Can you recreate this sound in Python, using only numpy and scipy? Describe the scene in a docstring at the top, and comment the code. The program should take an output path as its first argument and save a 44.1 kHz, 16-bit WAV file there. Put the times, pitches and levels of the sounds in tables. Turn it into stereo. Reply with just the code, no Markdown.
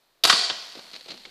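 """Faint air in a quiet wood, then a crossbow fires close by: the latch lets go, the string runs down
the rail and slams into its stops; tones ring on. The bolt bursts a full bottle and hits a wooden board.
A plank knocks, liquid patters down, pieces thud and tumble through dry leaves. Contacts are filtered
click bursts, rings are damped sines, drops are random clicks. Trunks and a slope scatter the hits back."""
import sys
import numpy as np
from scipy import signal
from scipy.fft import rfft, irfft, next_fast_len
from scipy.io import wavfile
from scipy.ndimage import uniform_filter1d, minimum_filter1d

SR = 44100
rng = np.random.default_rng(int(sys.argv[2]) if len(sys.argv) > 2 else 0)


def file_out(sig):
    """Save sig as 16-bit WAV at sys.argv[1]."""
    # one column per channel
    cols = np.atleast_2d(sig).T
    # limit, then scale
    lim = np.clip(cols, -1, 1)
    pcm = np.round(lim * 32767).astype(np.int16)
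    wavfile.write(sys.argv[1], SR, pcm)


N = 57330
TIME_S = np.arange(N) / SR
FFT_SIZE = next_fast_len(2 * N + 2, real=True) // 2 * 2
BIN_HZ = np.arange(FFT_SIZE // 2 + 1) * SR / FFT_SIZE

# air spectrum (frequency [Hz], relative level [dB])
AIR_SPECTRUM = [(15, -28), (25, 22), (33, -23), (79, -43), (118, -6.5), (278, -5.5), (326, -1.5), (709, -1),
                (2700, -8), (4260, -2.5), (5570, -12.5), (10300, -16.5), (13800, -15), (15000, -14)]
# side signal of diffuse sound (frequency [Hz], gain [dB])
SIDE_GAIN = [(60, -11), (250, -16), (700, -17.5), (1300, -17.5), (4500, -15.5), (8000, -4.5), (13000, 1)]
# latch release, string on the rail (time [s], level [dB], decay [s])
LATCH_HITS = [(.2366, -38, 0.0017), (.2380, -10.5, 0.0056), (.2408, -10, 0.0028), (.2477, -27, 0.0014)]
# latch spectrum (frequency [Hz], relative level [dB])
LATCH_SPECTRUM = [(60, -46), (200, -23), (600, -23), (1400, -23), (2300, -2), (3300, 3), (4600, 4),
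                  (5800, -3), (8000, -16), (12000, -8.5), (15000, -38)]
# ringing tones after the shot, a bright one near 4.4 kHz (frequency [Hz], level [dB], T60 [s])
SHOT_RINGS = [(151.4, -45, 0.3), (343, -32.5, 0.076), (392.7, -35, 0.35), (692.4, -25.5, 0.13),
              (1216, -42, 0.24), (1305.5, -29.5, 0.47), (1625.4, -32, 0.48), (2818, -23, 0.08),
              (3852, -12.5, .08), (4460, -17.5, .1), (4760, -21.5, 0.17), (11550, -29, 0.12)]
# limbs snap forward, string hits its stops (time [s], level [dB], decay [s])
STOP_HITS = [(.2448, -20, 0.01), (.2513, -1.5, 0.0017), (.2533, -11.5, 0.0069)]
# stop spectrum (frequency [Hz], relative level [dB])
STOP_SPECTRUM = [(30, -25), (70, -39), (150, -22), (320, -12.5), (650, -5), (1250, -4), (2000, -11),
                 (3000, -9.5), (4450, 1.5), (5600, -10.5), (7500, -13), (12000, -23.5), (15000, -33)]
# echoes off ground and near trunks (frequency [Hz], gain [dB])
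NEAR_GAIN = [(60, -25), (200, -0.5), (400, -6.5), (750, -6.5), (1300, -8.5), (2200, -6.5), (3200, -5),
             (4400, -18), (6000, -6), (9000, -4), (13000, -9)]
# echoes off the slope (frequency [Hz], gain [dB])
SLOPE_GAIN = [(60, -39), (200, -18.5), (400, -6.5), (750, -6.5), (1300, -16.5), (2200, -5), (3200, -5),
              (4400, 0.5), (6000, -5.5), (9000, -3.5), (13000, -25)]
# tail from far trees (frequency [Hz], gain [dB])
FAR_GAIN = [(60, -33), (250, -36), (700, -11), (1300, -15), (2500, -8.5), (3300, -23), (4400, -6.5),
            (7000, -11), (13000, -31)]
# bolt through bottle, into board (time [s], level [dB], decay [s])
CRACK_HITS = [(.297, -9, 0.0075), (.2992, 0, 0.0021), (.302, -8.5, 0.0037), (.3052, -12.5, 0.0083),
              (.327, -8, 0.00081)]
# crack spectrum (frequency [Hz], relative level [dB])
CRACK_SPECTRUM = [(60, -47), (150, -19.5), (400, -32.5), (700, -13), (1000, -4.5), (1400, 1), (1800, -2.5),
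                  (2250, -8.5), (3200, -3.5), (4400, -2.5), (5500, -9), (7200, -16), (10000, -24.5),
                  (14000, -50)]
# wood on wood (time [s], level [dB], decay [s], ring frequency [Hz], ring level [dB])
KNOCK_HITS = [(0.3283, -18.5, 0.012, 1200, -15.5), (0.4995, -16, 0.0019, 3190, -22.5),
              (0.503, -24, 0.012, 975, -30), (1.2518, -38.5, 0.011, 2200, -31.5)]
# knock spectrum (frequency [Hz], relative level [dB])
KNOCK_SPECTRUM = [(50, -41), (110, -26), (220, -13.5), (450, -4), (1000, -6.5), (1600, -2.5), (2200, -10.5),
                  (3400, 3.5), (5000, -7.5), (8000, -24.5), (14000, -49)]
# heavy pieces on stump and soil (time [s], level [dB], decay [s], centre [Hz])
THUD_HITS = [(0.33, -30.5, 0.01, 238), (0.51, -48, 0.024, 208), (.751, -43, 0.015, 470),
             (.770, -41.5, 0.011, 286), (.789, -41.5, 0.011, 540), (.935, -53, 0.04, 285),
             (1.061, -49, 0.018, 395), (1.085, -44, 0.02, 312), (1.111, -46, 0.032, 253),
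             (1.141, -47, 0.0076, 594), (1.267, -55, 0.033, 325)]
# drops on leaves (frequency [Hz], relative level [dB])
SPRAY_SPECTRUM = [(35, -75), (60, -31), (186, -11.5), (491, -10.5), (711, -5.5), (798, -8), (1300, -9.5),
                  (2710, -6.5), (4310, 0), (5300, -11), (9020, -17), (13400, -23), (15000, -37)]
# bottle in dry leaves (time [s], level [dB], decay [s])
LEAF_HITS = [(.753, -39, 0.011), (.775, -42, 0.023), (.792, -40.5, 0.0057), (.8771, -45, 0.0037),
             (.9135, -42, .003), (.933, -38.5, 0.014), (.9415, -32.5, 0.0031), (.952, -38, 0.017),
             (.9624, -28, .0016), (.9978, -62, .002), (1.0093, -40.5, 0.0062), (1.0582, -44, 0.005),
             (1.0836, -37, 0.021), (1.1046, -31.5, 0.0095), (1.1175, -34, 0.0072), (1.1405, -39, 0.0055),
             (1.1752, -39, 0.0039), (1.2133, -64, 0.0027)]
# leaf spectrum (frequency [Hz], relative level [dB])
LEAF_SPECTRUM = [(290, -67), (500, -4), (1050, -17), (1350, -10), (1770, -12.5), (2070, -8), (3460, -6.5),
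                 (4230, 3), (5230, -9.5), (15000, -47)]


def from_db(db):
    """Decibels to gain."""
    return 10 ** (np.asarray(db) / 20)


def unit_rms(x):
    """Scale to rms 1."""
    return x / np.sqrt(np.mean(x ** 2) + 1e-20)


def unit_energy(x):
    """Scale to total energy 1."""
    return x / np.sqrt(np.sum(x ** 2) + 1e-20)


def colour(x, points, keep_level=True):
    """Minimum-phase filter through (Hz, dB) points; keep_level scales it to rms gain 1."""
    hz, db = np.transpose(points)
    gain = from_db(np.interp(np.log(np.maximum(BIN_HZ, 1)), np.log(hz), db))
    cepstrum = irfft(np.log(unit_rms(gain) if keep_level else gain))
    cepstrum[1:FFT_SIZE // 2] *= 2   # fold onto positive time: causal
    cepstrum[FFT_SIZE // 2 + 1:] = 0
    return irfft(rfft(x, FFT_SIZE) * np.exp(rfft(cepstrum)))[..., :N]


def widen(mid, side):
    """Left and right from mid and filtered side."""
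    return mid + colour(side, SIDE_GAIN, keep_level=False) * np.array([[1], [-1]])


def grains(rate_per_s, spread_db):
    """Random clicks of uneven size, rms 1."""
    sizes = from_db(spread_db * np.minimum(rng.exponential(1, N), 4))
    return unit_rms(sizes * rng.choice([-1, 1], N) * (rng.random(N) < rate_per_s / SR))


def bursts(hits, grain_db=4, attack_s=0.00011, samples=8192):
    """Each contact is a rush of tiny clicks: flat spectrum, abrupt start, exponential decay."""
    track = np.zeros(N + samples)
    age_s = np.arange(samples) / SR
    for time_s, level_db, decay_s in hits:
        envelope = (1 - np.exp(-age_s / attack_s)) * np.exp(-age_s / decay_s)
        clicks = rng.choice([-1, 1], samples) * from_db(grain_db * rng.standard_normal(samples))
        whitened = irfft(np.exp(1j * np.angle(rfft(envelope * clicks))))
        burst = unit_energy(whitened * envelope ** .2)   # taper the smear from whitening
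        start = int(time_s * SR)
        track[start:start + samples] += from_db(level_db) * np.sqrt(decay_s * SR / 2) * burst
    return track[:N]


def ring(time_s, hz, level_db, t60_s):
    """A sine that rises in about one cycle and decays."""
    age_s = np.maximum(TIME_S - time_s, 0)
    envelope = from_db(level_db - 60 * age_s / t60_s) * (1 - np.exp(-age_s * hz))
    return envelope * np.sin(2 * np.pi * hz * age_s)


def air(level_db=-66.5):
    """Steady, faint rumble and hiss from all around."""
    mid, side = rng.standard_normal((2, N))
    return from_db(level_db) * colour(widen(mid, side), AIR_SPECTRUM)


def crossbow():
    """Latch, rail and stops clatter; tones ring on after the shot."""
    latch = colour(bursts(LATCH_HITS), LATCH_SPECTRUM)
    stops = colour(bursts(STOP_HITS), STOP_SPECTRUM)
    release_s = LATCH_HITS[0][0]
    return latch + stops + sum(ring(release_s, *tone) for tone in SHOT_RINGS)


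def forest(x, predelay_s=0.02, near_decay_s=0.036, build_s=0.067, slope_spread_s=0.12, far_t60_s=1.05):
    """Echoes from near trunks, a later swarm from the slope, a smooth tail from far trees."""
    age_s = np.maximum(TIME_S - predelay_s, 0)
    near, slope = (grains(rate_per_s=1400, spread_db=3.5) * (age_s > 0) for _ in range(2))
    near *= np.exp(-age_s / near_decay_s)
    slope *= np.exp(-((age_s - build_s) / slope_spread_s) ** 2)
    far = rng.standard_normal(N) * (1 - np.exp(-age_s / build_s)) * from_db(-60 * age_s / far_t60_s)
    paths = ((near, NEAR_GAIN), (slope, SLOPE_GAIN), (far, FAR_GAIN))
    response = sum(colour(unit_energy(path), gain, keep_level=False) for path, gain in paths)
    return signal.fftconvolve(x, response)[:N]


def bottle_crack():
    """The bolt tears through the bottle and into the board."""
    return colour(bursts(CRACK_HITS), CRACK_SPECTRUM)


def wood_knocks():
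    """Plank and stump knock; each contact rings one short mode."""
    contacts = colour(bursts([hit[:3] for hit in KNOCK_HITS]), KNOCK_SPECTRUM)
    rings = sum(ring(time_s, hz, ring_db, t60_s=0.021) for time_s, _, _, hz, ring_db in KNOCK_HITS)
    return contacts + rings


def thud(time_s, level_db, decay_s, centre_hz):
    """A piece lands: one contact through a broad, low resonance."""
    band = signal.iirpeak(centre_hz, Q=0.8, fs=SR)
    contact = bursts([(time_s, level_db, decay_s)]) + 1e-18
    dull = signal.lfilter(*band, signal.lfilter(*band, contact))
    return from_db(level_db) * np.sqrt(decay_s * SR / 2) * unit_energy(dull)


def spray(start_s=0.49, rise_s=0.039, decay_s=0.89, level_db=-46):
    """Drops patter on the undergrowth and fade."""
    age_s = np.maximum(TIME_S - start_s, 0)
    envelope = from_db(level_db) * (1 - np.exp(-age_s / rise_s)) * np.exp(-age_s / decay_s)
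    mid, side = (grains(rate_per_s=1100, spread_db=-3) for _ in range(2))
    return colour(widen(mid, side) * envelope, SPRAY_SPECTRUM)


def leaves(low_cut_hz=306):
    """Dry leaves crunch under the tumbling bottle, with little bass."""
    crunch = colour(bursts(LEAF_HITS, grain_db=2.5), LEAF_SPECTRUM)
    return signal.sosfilt(signal.butter(2, low_cut_hz, "high", fs=SR, output="sos"), crunch)


def scene(bow_send_db=0.5, hit_send_db=-5.5, fall_send_db=-9, left_lag_s=19e-6):
    """Shot, hit and debris in front, reaching the left slightly later; echoes, spray and air around."""
    bow = crossbow()
    hit = wood_knocks() + bottle_crack()
    fall = leaves() + sum(thud(*landing) for landing in THUD_HITS)
    send = from_db(bow_send_db) * bow + from_db(hit_send_db) * hit + from_db(fall_send_db) * fall
    echoes = widen(forest(send), forest(send))
    left, right = bow + hit + fall + echoes + spray()
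    left = irfft(rfft(left, FFT_SIZE) * np.exp(-2j * np.pi * BIN_HZ * left_lag_s))[:N]
    return np.array([left, right]) + air()


def record(dry, ceiling=0.97, window_samples=33, cutoff_hz=15800):
    """Fast peak limiter, then a steep low-pass."""
    max_gain = np.minimum(1, ceiling / (np.abs(dry).max(axis=0) + 1e-9))
    gain = uniform_filter1d(minimum_filter1d(max_gain, window_samples), window_samples)
    return signal.sosfilt(signal.cheby2(16, 70, cutoff_hz, fs=SR, output="sos"), dry * gain)


dry = scene()
out = record(dry)
file_out(out)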